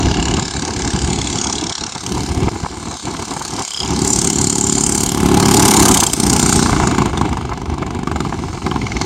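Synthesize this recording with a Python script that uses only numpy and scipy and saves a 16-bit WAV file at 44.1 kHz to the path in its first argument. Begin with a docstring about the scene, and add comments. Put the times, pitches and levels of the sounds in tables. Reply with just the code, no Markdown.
"""A street, the microphone out in the wind, 2.3 m from the line a mini bike takes. The one-cylinder
four-stroke rides up, passes at 5.8 s and coasts away, slowing and popping with the throttle shut.
Each firing is a thump that rings the silencer, a bark from the valve and a hissing puff of gas,
over the clatter of the running gear. Eddies rumble and tear at the microphone all the while."""
import sys
import numpy as np
from scipy import signal
from scipy.fft import rfft, irfft, next_fast_len
from scipy.io import wavfile
from scipy.ndimage import uniform_filter1d, minimum_filter1d

SR = 44100
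rng = np.random.default_rng(int(sys.argv[2]) if len(sys.argv) > 2 else 0)


def master(y):
    """Save y as 16-bit WAV."""
    cut = np.clip(np.atleast_2d(y).T, -1, 1)
    pcm = np.round(cut * 32767)  # scale
    wavfile.write(sys.argv[1], SR, pcm.astype(np.int16))


N = 399105
TIME = np.arange(N) / SR
PASS_S, PASS_M, ROAD_M_PER_S = 5.844, 2.32, 9.2  # closest approach: moment, distance, road speed

# Wind at the microphone. Each row: time in seconds, level in dB, bass lift from big eddies in dB.
WIND = [(0, -13.5, 5), (.35, -17.5, 0), (.65, -21.5, -0.5), (1.0, -18.5, 2.5), (1.6, -22.5, -3),
        (2.35, -20.5, 3), (2.8, -26.5, -3), (3.5, -24, -5.5), (4.0, -18.5, -0.5), (4.6, -25, 2),
        (5.12, -21, -1), (5.32, -14.5, -1), (5.88, -13.5, -4.5), (6.55, -19, 2), (6.9, -15, -0.5),
        (7.45, -23.5, 3.5), (8.3, -23.5, 4.5), (9.05, -21, 3)]
# Brief swings of the wind. Each row: centre in seconds, length in seconds, rise or fall in dB.
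GUSTS_AND_LULLS = [(0.503, 0.14, -6), (1.763, 0.075, -26), (1.905, 0.084, -25), (2.012, 0.11, -13),
                   (2.438, 0.093, 7), (2.506, 0.023, -12), (2.686, 0.067, -10), (3, .075, -19),
                   (3.085, 0.072, 6.5), (3.259, 0.039, -12), (3.318, 0.023, 8), (3.438, 0.14, -6),
                   (3.583, 0.029, 8), (3.714, 0.13, -42), (6.12, 0.15, -7.5), (7.006, .04, 3),
                   (7.255, .04, 7.5), (7.61, .08, -6.5), (8.076, 0.031, -13), (8.59, 0.26, -4.5)]
# Hard eddies on the microphone. Each row: start in seconds, relative peak in dB, length in seconds.
BUFFETS = [(0.364, -12, 0.04), (0.683, -12, 0.011), (1.705, -15, 0.019), (1.772, -27, 0.0099),
           (1.872, -19.5, 0.015), (1.952, -14.5, 0.018), (2.171, -11, 0.013), (2.48, -6, 0.01),
           (2.554, -15, 0.01), (2.646, -9.5, 0.0043), (2.659, -9.5, 0.0081), (2.91, -14.5, 0.015),
           (3.063, -17.5, 0.032), (3.144, -9, 0.0089), (3.314, -16, 0.011), (3.364, -10, 0.01),
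           (3.408, -13.5, 0.014), (3.517, -27, 0.012), (3.579, -12, 0.018), (3.603, -11.5, 0.016),
           (7.513, -9.5, 0.017), (7.825, -5, 0.0092), (8.324, -6, 0.0064)]
# The colour of each sound. Each row: frequency in Hz, relative level in dB.
GUST_SPECTRUM = [(20, -55), (40, -9), (65, 4), (120, -0.5), (250, -2), (390, -3), (480, -17), (750, -9),
                 (1000, -15.5), (1300, -29.5), (2200, -21.5), (4000, -33.5), (12000, -63)]
BUFFET_SPECTRUM = [(40, -20), (120, 12), (400, -0.5), (900, 11), (1500, -2.5), (2300, -4), (4000, -31),
                   (12000, -49)]
CLATTER_SPECTRUM = [(300, -6), (1500, -3), (2200, -3), (2700, -7), (3300, -7.5), (4000, 0), (5500, -0.5),
                    (7200, 4), (8500, 0), (10000, -16.5), (12500, -22), (16000, -43)]
PUFF_SPECTRUM = [(500, -27), (1500, -10), (2700, -6), (3300, -7.5), (3900, -5), (5000, -2.5), (6300, -1),
                 (7200, 5.5), (8500, -2), (10000, -13.5), (12500, -21.5), (16000, -29)]
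BARK_SPECTRUM = [(100, -20.5), (400, -6), (750, 6.5), (1050, 8), (1500, -1), (2200, -5), (3000, -11.5),
                 (6000, -24.5), (15000, -40.5)]
THUMP_SPECTRUM = [(25, -15), (70, -24), (130, 2), (210, 2), (390, -3), (470, -16), (700, -32.5),
                  (850, -22.5), (1300, -25), (3000, -46.5), (8000, -87)]
# Narrow, metallic-sounding resonances. Each row: start and end in seconds, pitch in Hz, level in dB.
RINGING_BANDS = [(0, .35, 2870, -19.5), (0, 1.1, 1650, -25), (1.1, 1.8, 3360, -24), (1.305, 1.9, 5550, -23),
                 (4.501, 5.1, 3150, -31), (5.85, 6.1, 3220, -17), (6.293, 7.0, 1480, -17.5),
                 (7.15, 7.2, 3500, -14), (8.8, 9.05, 2200, -16), (8.6, 9.05, 3080, -28)]
# The drive knocks as the load comes on. Each row: time in seconds, level in dB.
DRIVE_KNOCK = [(0, -57), (3.64, -42), (3.8, -18), (3.92, -31), (4.6, -30), (9.05, -65)]
# Resonances of the drive and the silencer. 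Each row: frequency in Hz, width in Hz, level in dB.
DRIVE_MODES = [(3150, 390, 1.5), (5000, 560, -1.5)]
SILENCER_MODES = [(280, 110, -13), (373, 43, -7.5), (837.5, 32, -8)]
# The bike's treble from the roadside. Each row: time in seconds, then puff, clatter, brightness in dB.
TREBLE = [(0, -21.5, -24.5, -13), (.6, -23, -28, -5), (1.38, -18.5, -22.5, -4), (1.85, -21.5, -30, -10.5),
          (2.7, -36.5, -32, -3), (3.4, -25, -28.5, -3), (3.95, -24.5, -28, -3.5), (4.09, -11.5, -18, 15.5),
          (4.32, -15.5, -23.5, 5), (4.95, -12.5, -20.5, 10), (5.17, -23.5, -31, -6.5),
          (5.38, -16.5, -27, -10), (5.55, -7.5, -21, -4), (5.92, 0, -18, -4), (6.1, -12.5, -24, 0),
          (6.57, -11.5, -17, 4), (6.74, -33, -21.5, -2), (7.05, -32, -34, -2), (7.6, -36.5, -42.5, -11),
          (8.05, -35, -45, -6), (8.2, -35, -36.5, -8), (8.6, -43, -35, -10), (9.05, -24, -29.5, -17)]
# The finest hiss, strongest with the bike alongside. 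Each row: time in seconds, top-end lift in dB.
FIZZ = [(0, -8), (1.85, -17), (2.1, 9), (2.8, -5.5), (3.4, 0.5), (4.1, -3.5), (4.8, -5), (5.2, 14.5),
        (5.95, 11), (6.6, -1), (9.05, 5)]
# The engine holds steady, then runs down. Each row: time in seconds, firings per second.
FIRING_RATE = [(0.0, 35.411), (3.1, 35.337), (3.7, 35.125), (4.1, 35.421), (5.6, 35.578), (5.95, 33.712),
               (6.12, 29.37), (6.3, 30.959), (6.5, 30.534), (6.9, 27.24), (7.4, 24.577), (8.1, 23.686),
               (8.35, 20.726), (8.6, 22.395), (8.8, 18.873), (9.05, 21.58)]
# The exhaust at the passing distance: the throttle opens, eases twice, then shuts.
# Each row: time in seconds, thump in dB, bark in dB.
EXHAUST = [(0, -6, 0), (1.4, -5, -13), (1.8, -30, -5.5), (3.4, -26, -14), (3.72, -36, -13),
           (3.93, -2.5, -12), (4.92, -6, -12), (5.05, -13.5, -17), (5.26, -3.5, -8.5), (5.88, -8.5, -4.5),
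           (6.0, -24, -31), (6.12, -28, -26), (6.24, -8, -14.5), (6.6, -4, -7), (6.8, -11.5, 0.5),
           (7.0, -26, -11), (7.9, -9, -5.5), (9.05, -11.5, -3.5)]
# Exhaust pulse, its rebound, intake pulse. Each row: place as a share of the cycle, level in dB.
STROKES = [(0, -2), (0.288, -12.5), (0.626, -10.5)]
# Weak firings. Each entry: time in seconds.
MISFIRES = [6.099, 6.165]
# Hard firings with the throttle shut. Each row: time in seconds, bark in dB, puff in dB.
POPS = [(6.8715, -13, -20), (6.911, -16, -26), (6.947, -18, -28), (6.982, -8, -22), (7.0192, -13.5, -25),
        (7.0568, -15.5, -22.5), (7.131, -20, -42), (7.1738, -17, -29), (7.212, -14, -26), (7.328, -18, -31),
        (7.3701, -17, -30), (8.072, -16.5, -34), (8.114, -17.5, -34), (8.1591, -16, -28),
        (8.2037, -15.5, -29.1417), (8.2492, -19.5, -39), (8.664, -13.5, -31), (8.7135, -16, -46),
        (8.7596, -17.5, -43), (8.866, -26, -28), (9.013, -17, -18.5)]
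# Narrow dips in the microphone's response. Each row: centre in Hz, width in Hz, depth in dB.
MIC_DIPS = [(592, 170, -24), (1865, 260, -25), (2470, 150, -25), (7800, 450, -7)]


def amp(db):
    """Decibels to gain."""
    return 10 ** (np.asarray(db) / 20)


def unit(x):
    """Scales to an rms of 1."""
    return x / np.sqrt(np.mean(x ** 2) + 1e-20)


def curve(rows, s, column=1):
    """Reads one column of a table at the times s."""
    rows = np.asarray(rows)
    return np.interp(s, rows[:, 0], rows[:, column])


def spectrum(points, hz):
    """Gain of a spectrum, joined on a log-frequency axis."""
    f, db = np.transpose(points)
    return amp(np.interp(np.log(hz + 1), np.log(f), db))


def filtered_noise(gain):
    """Noise of rms 1 whose spectrum follows a function of frequency."""
    size = next_fast_len(N, True)
    hz = np.fft.rfftfreq(size, 1 / SR)
    white = rng.standard_normal(2 * len(hz)).view(complex)
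    return unit(irfft(white * gain(hz), size)[:N])


def noise(points):
    """Noise of rms 1 in the colour of a spectrum table."""
    return filtered_noise(lambda f: spectrum(points, f))


def drift(hz):
    """Random wander of rms 1, up to about the given rate."""
    return filtered_noise(lambda f: np.exp(-np.minimum(f / hz, 10) ** 2))


def ringing(hz, width):
    """Noise of rms 1 in one steep-sided resonance."""
    return filtered_noise(lambda f: 1 / (1 + ((f - hz) / width * 2.3) ** 2))


def swell(at, length):
    """A smooth bump of height 1 centred on a moment."""
    return np.exp(-((TIME - at) / length * 2) ** 2)


def burst(rise_s, decay_s):
    """Envelope with a quick rise and an exponential tail, peak 1."""
    t = TIME[:SR // 20]
    shape = (1 - np.exp(-(t / rise_s) ** 2)) * np.exp(-t / decay_s)
    return shape / shape.max()


def blow(points, size=4096):
    """Minimum-phase pulse of energy 1 with the given spectrum."""
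    log_gain = np.log(spectrum(points, abs(np.fft.fftfreq(size, 1 / SR))))
    wave = np.fft.ifft(np.exp(np.conj(signal.hilbert(log_gain)))).real[:size // 2]
    return wave / np.linalg.norm(wave)


def strike(s, gains, wave):
    """Plays one wave at each of the times s."""
    out = np.zeros(N + len(wave))
    starts = np.clip(np.round(s * SR).astype(int), 0, N - 1)
    for at, gain in zip(starts, gains * np.ones(len(s))):
        out[at:at + len(wave)] += gain * wave
    return out[:N]


def scatter(s, spread_db):
    """A random factor for each firing: no two are alike."""
    return amp(spread_db * rng.standard_normal(len(s)))


def shelf(x, db, split_hz):
    """Raises or lowers everything above the split by a curve of dB."""
    low = signal.sosfiltfilt(signal.butter(4, split_hz, fs=SR, output="sos"), x)
    return low + amp(db) * (x - low)


def wind(eddy_db=2.5, flutter_db=2, sway_db=0.62, tear_db=-13, tear_spread_db=4):
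    """Lumpy turbulence at the microphone port, with gusts and lulls; small eddies tear through it."""
    eddies = amp(eddy_db * drift(hz=42.5) + flutter_db * drift(hz=156))
    eddies /= np.sqrt(uniform_filter1d(eddies ** 2, size=SR // 8))  # they share out the gust's strength
    bass_db = curve(WIND, TIME, column=2)
    rumble = amp(bass_db) * shelf(noise(GUST_SPECTRUM), -bass_db, split_hz=163)
    tearing = noise(BUFFET_SPECTRUM) * amp(tear_db - bass_db + tear_spread_db * drift(hz=29.7))
    gust_db = sum(db * swell(at, length) for at, length, db in GUSTS_AND_LULLS)
    level_db = curve(WIND, TIME) + gust_db + sway_db * drift(hz=8.5)
    return (rumble + tearing) * eddies * amp(level_db)


def buffets(level_db=-7):
    """Single hard eddies tear across the microphone port."""
    force = sum(amp(db) * swell(at + length / 2, length) for at, db, length in BUFFETS)
    return amp(level_db) * force * noise(BUFFET_SPECTRUM)


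def ringing_bands(s, width_hz=230, lead_s=0.00067):
    """Narrow resonances ring briefly with each firing, each over its own stretch of the ride."""
    shape, out = burst(rise_s=0.0007, decay_s=0.0042), 0
    for start, end, hz, db in RINGING_BANDS:
        sounding = (s > start) & (s < end)
        out += ringing(hz, width_hz) * strike(s - lead_s, amp(db) * sounding, shape)
    return out


def clatter(s, cycle_s, level_db=-3.5, knock_share=0.367):
    """Chain, fan and valve gear rattle on; the drive knocks between the firings."""
    gear = noise(CLATTER_SPECTRUM) * amp(curve(TREBLE, TIME, column=2) + level_db + 2 * drift(hz=260))
    knock_s = s + knock_share * cycle_s
    knocks = strike(knock_s, amp(curve(DRIVE_KNOCK, knock_s)), burst(rise_s=0.0008, decay_s=0.0055))
    drive = noise(CLATTER_SPECTRUM) + sum(amp(db) * ringing(hz, width) for hz, width, db in DRIVE_MODES)
    return gear + knocks * drive


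def shimmer(x, depth_db=2.0, size=1024):
    """Reflections off the road and the frame ripple the treble, and shift as the bike moves."""
    frames = signal.stft(x, SR, nperseg=size)[2]
    ripple = rng.standard_normal(frames.shape)
    for _ in range(2):
        ripple = uniform_filter1d(ripple, size=8, axis=0)  # across frequency
        ripple = uniform_filter1d(ripple, size=7, axis=1)  # across time
    gain = unit(amp(depth_db * unit(ripple)))
    return signal.istft(frames * gain, SR, nperseg=size)[1][:N]


def brighten(x, db):
    """Tips the treble about its middle at roughly equal power: the pipe beams its highs."""
    return shelf(x, db, split_hz=6120) / np.sqrt((1 + amp(db) ** 2) / 2)


def puffs(s, gains, level_db=3.5, lead_s=0.0015, colours=4):
    """A jet of gas hisses out of the pipe at each firing, in one of a few slightly different colours."""
    gains = gains * scatter(s, spread_db=-1.03)
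    kind = rng.integers(0, colours, len(s))
    shape, out = burst(rise_s=0.0062, decay_s=0.0025), 0
    for k in range(colours):
        colour = np.array(PUFF_SPECTRUM, float)
        colour[:, 1] += 2 * rng.standard_normal(len(colour))  # dB
        out += noise(colour) * strike(s - lead_s, gains * (kind == k), shape)
    return amp(level_db) * out * amp(2.4 * drift(hz=600))


def silencer_ring(s, gains, level_db=-12, width_hz=30):
    """The gas stream keeps the silencer's top mode sounding, a hollow note."""
    stream = strike(s, gains, burst(rise_s=0.0061, decay_s=0.013))
    return amp(level_db) * ringing(SILENCER_MODES[-1][0], width_hz) * stream


def putts(hz=1120, decay_s=0.0033, level_db=3, delay_s=0.00037):
    """A hard pop makes the tailpipe ring for a few cycles, a hollow putt."""
    t, out = TIME[:SR // 40], 0
    for at, bark_db, _ in POPS:
        pitch_hz = hz * amp(1.1 * rng.standard_normal())  # strays by about 13 %
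        wave = np.sin(2 * np.pi * pitch_hz * t) * np.exp(-t / decay_s)
        out += strike(np.array([at + delay_s]), amp(bark_db + level_db), wave)
    return out


def barks(s, gains, crack_db=19, rasp_db=-2, delay_s=0.0002, pipe_s=0.000974, return_db=2):
    """The valve opens with a crack that comes back inverted from the pipe's end; a rasp follows."""
    gains = gains * scatter(s, spread_db=-0.5)
    trip_s = pipe_s * scatter(s, spread_db=2.0)  # gas heat changes the travel time, and so the colour
    wave = blow(BARK_SPECTRUM)
    crack = strike(s + delay_s, gains, wave)
    echo = amp(return_db) * strike(s + delay_s + trip_s, gains, wave)
    rasp = noise(BARK_SPECTRUM) * strike(s, gains, burst(rise_s=0.00089, decay_s=0.0094))
    return amp(crack_db) * (crack - echo) + amp(rasp_db) * rasp


def thumps(s, cycle_s, gains, level_db=-1, delay_s=0.00081, jitter_s=0.0001):
    """Exhaust and intake pulses, which set the silencer ringing."""
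    pulse = blow(THUMP_SPECTRUM)
    t, rings, out = TIME[:len(pulse)], 0, 0
    for hz, width, db in SILENCER_MODES:
        envelope = 2 * np.pi * width / SR * np.exp(-np.pi * width * t)
        rings += amp(db) * envelope * np.cos(2 * np.pi * hz * t)
    wave = pulse + signal.fftconvolve(pulse, rings)[:len(pulse)]
    strength = gains * np.sqrt(cycle_s * SR)  # the same power at any engine speed
    at = s + delay_s + jitter_s * rng.standard_normal(len(s))
    for share, db in STROKES:
        out -= strike(at + share * cycle_s, strength * amp(db) * scatter(s, spread_db=2.3), wave)
    return amp(level_db) * out


def nearness(s):
    """Level in dB at the microphone, falling with the bike's distance; 0 at the closest point."""
    distance_m = np.hypot(PASS_M, ROAD_M_PER_S * (s - PASS_S))
    return -20 * np.log10(distance_m / PASS_M)


def firings(misfire_db=-13, pop_thump_db=-5.5):
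    """The cylinder fires once a cycle: times s, cycle lengths and gains of thump, bark and puff."""
    cycles = np.cumsum(curve(FIRING_RATE, TIME)) / SR
    s = np.interp(np.arange(int(cycles[-1]) + 1), cycles, TIME)
    levels_db = np.array([curve(EXHAUST, s) + nearness(s),
                          curve(EXHAUST, s, column=2) + nearness(s),
                          curve(TREBLE, s)])
    for at in MISFIRES:
        levels_db[:, np.argmin(abs(s - at))] += misfire_db
    for at, bark_db, puff_db in POPS:
        k = np.argmin(abs(s - at))  # a pop takes the place of the nearest firing
        s[k] = at
        levels_db[:, k] = bark_db + pop_thump_db, bark_db, puff_db
    return s, 1 / curve(FIRING_RATE, s), *amp(levels_db)


def scene(clatter_beam=0.72):
    """Bike and wind from the roadside, in mono; the clatter is less beamed than the pipe's hiss."""
    s, cycle_s, thump, bark, puff = firings()
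    bright_db = curve(TREBLE, TIME, column=3)
    hiss = brighten(puffs(s, puff), bright_db)
    gear = brighten(clatter(s, cycle_s), clatter_beam * bright_db)
    treble = shimmer(shelf(hiss + gear, curve(FIZZ, TIME), split_hz=9350))
    exhaust = thumps(s, cycle_s, thump) + silencer_ring(s, thump) + barks(s, bark) + putts()
    return (exhaust + treble + ringing_bands(s) + wind() + buffets())[None]


def record(dry, low_hz=30, top_hz=15900):
    """The microphone's bass cut and dips, a fast limiter at full scale, then a band limit."""
    hz = np.fft.rfftfreq(N, 1 / SR)
    response = hz ** 2 / np.sqrt(hz ** 4 + low_hz ** 4)
    for centre, width, depth_db in MIC_DIPS:
        detune = 1j * (hz ** 2 - centre ** 2) / (hz * width + 1e-9)
        response = response * (amp(depth_db) + detune) / (1 + detune)
    mic = irfft(rfft(dry) * response, N)
    gain = minimum_filter1d(1 / np.maximum(abs(mic), 1), size=65)
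    limited = mic * uniform_filter1d(gain, size=65)
    lowpass = signal.firwin(511, top_hz, window=("kaiser", 9), fs=SR)
    return signal.oaconvolve(limited, lowpass[None], "same")


dry = scene()
out = record(dry)
master(out)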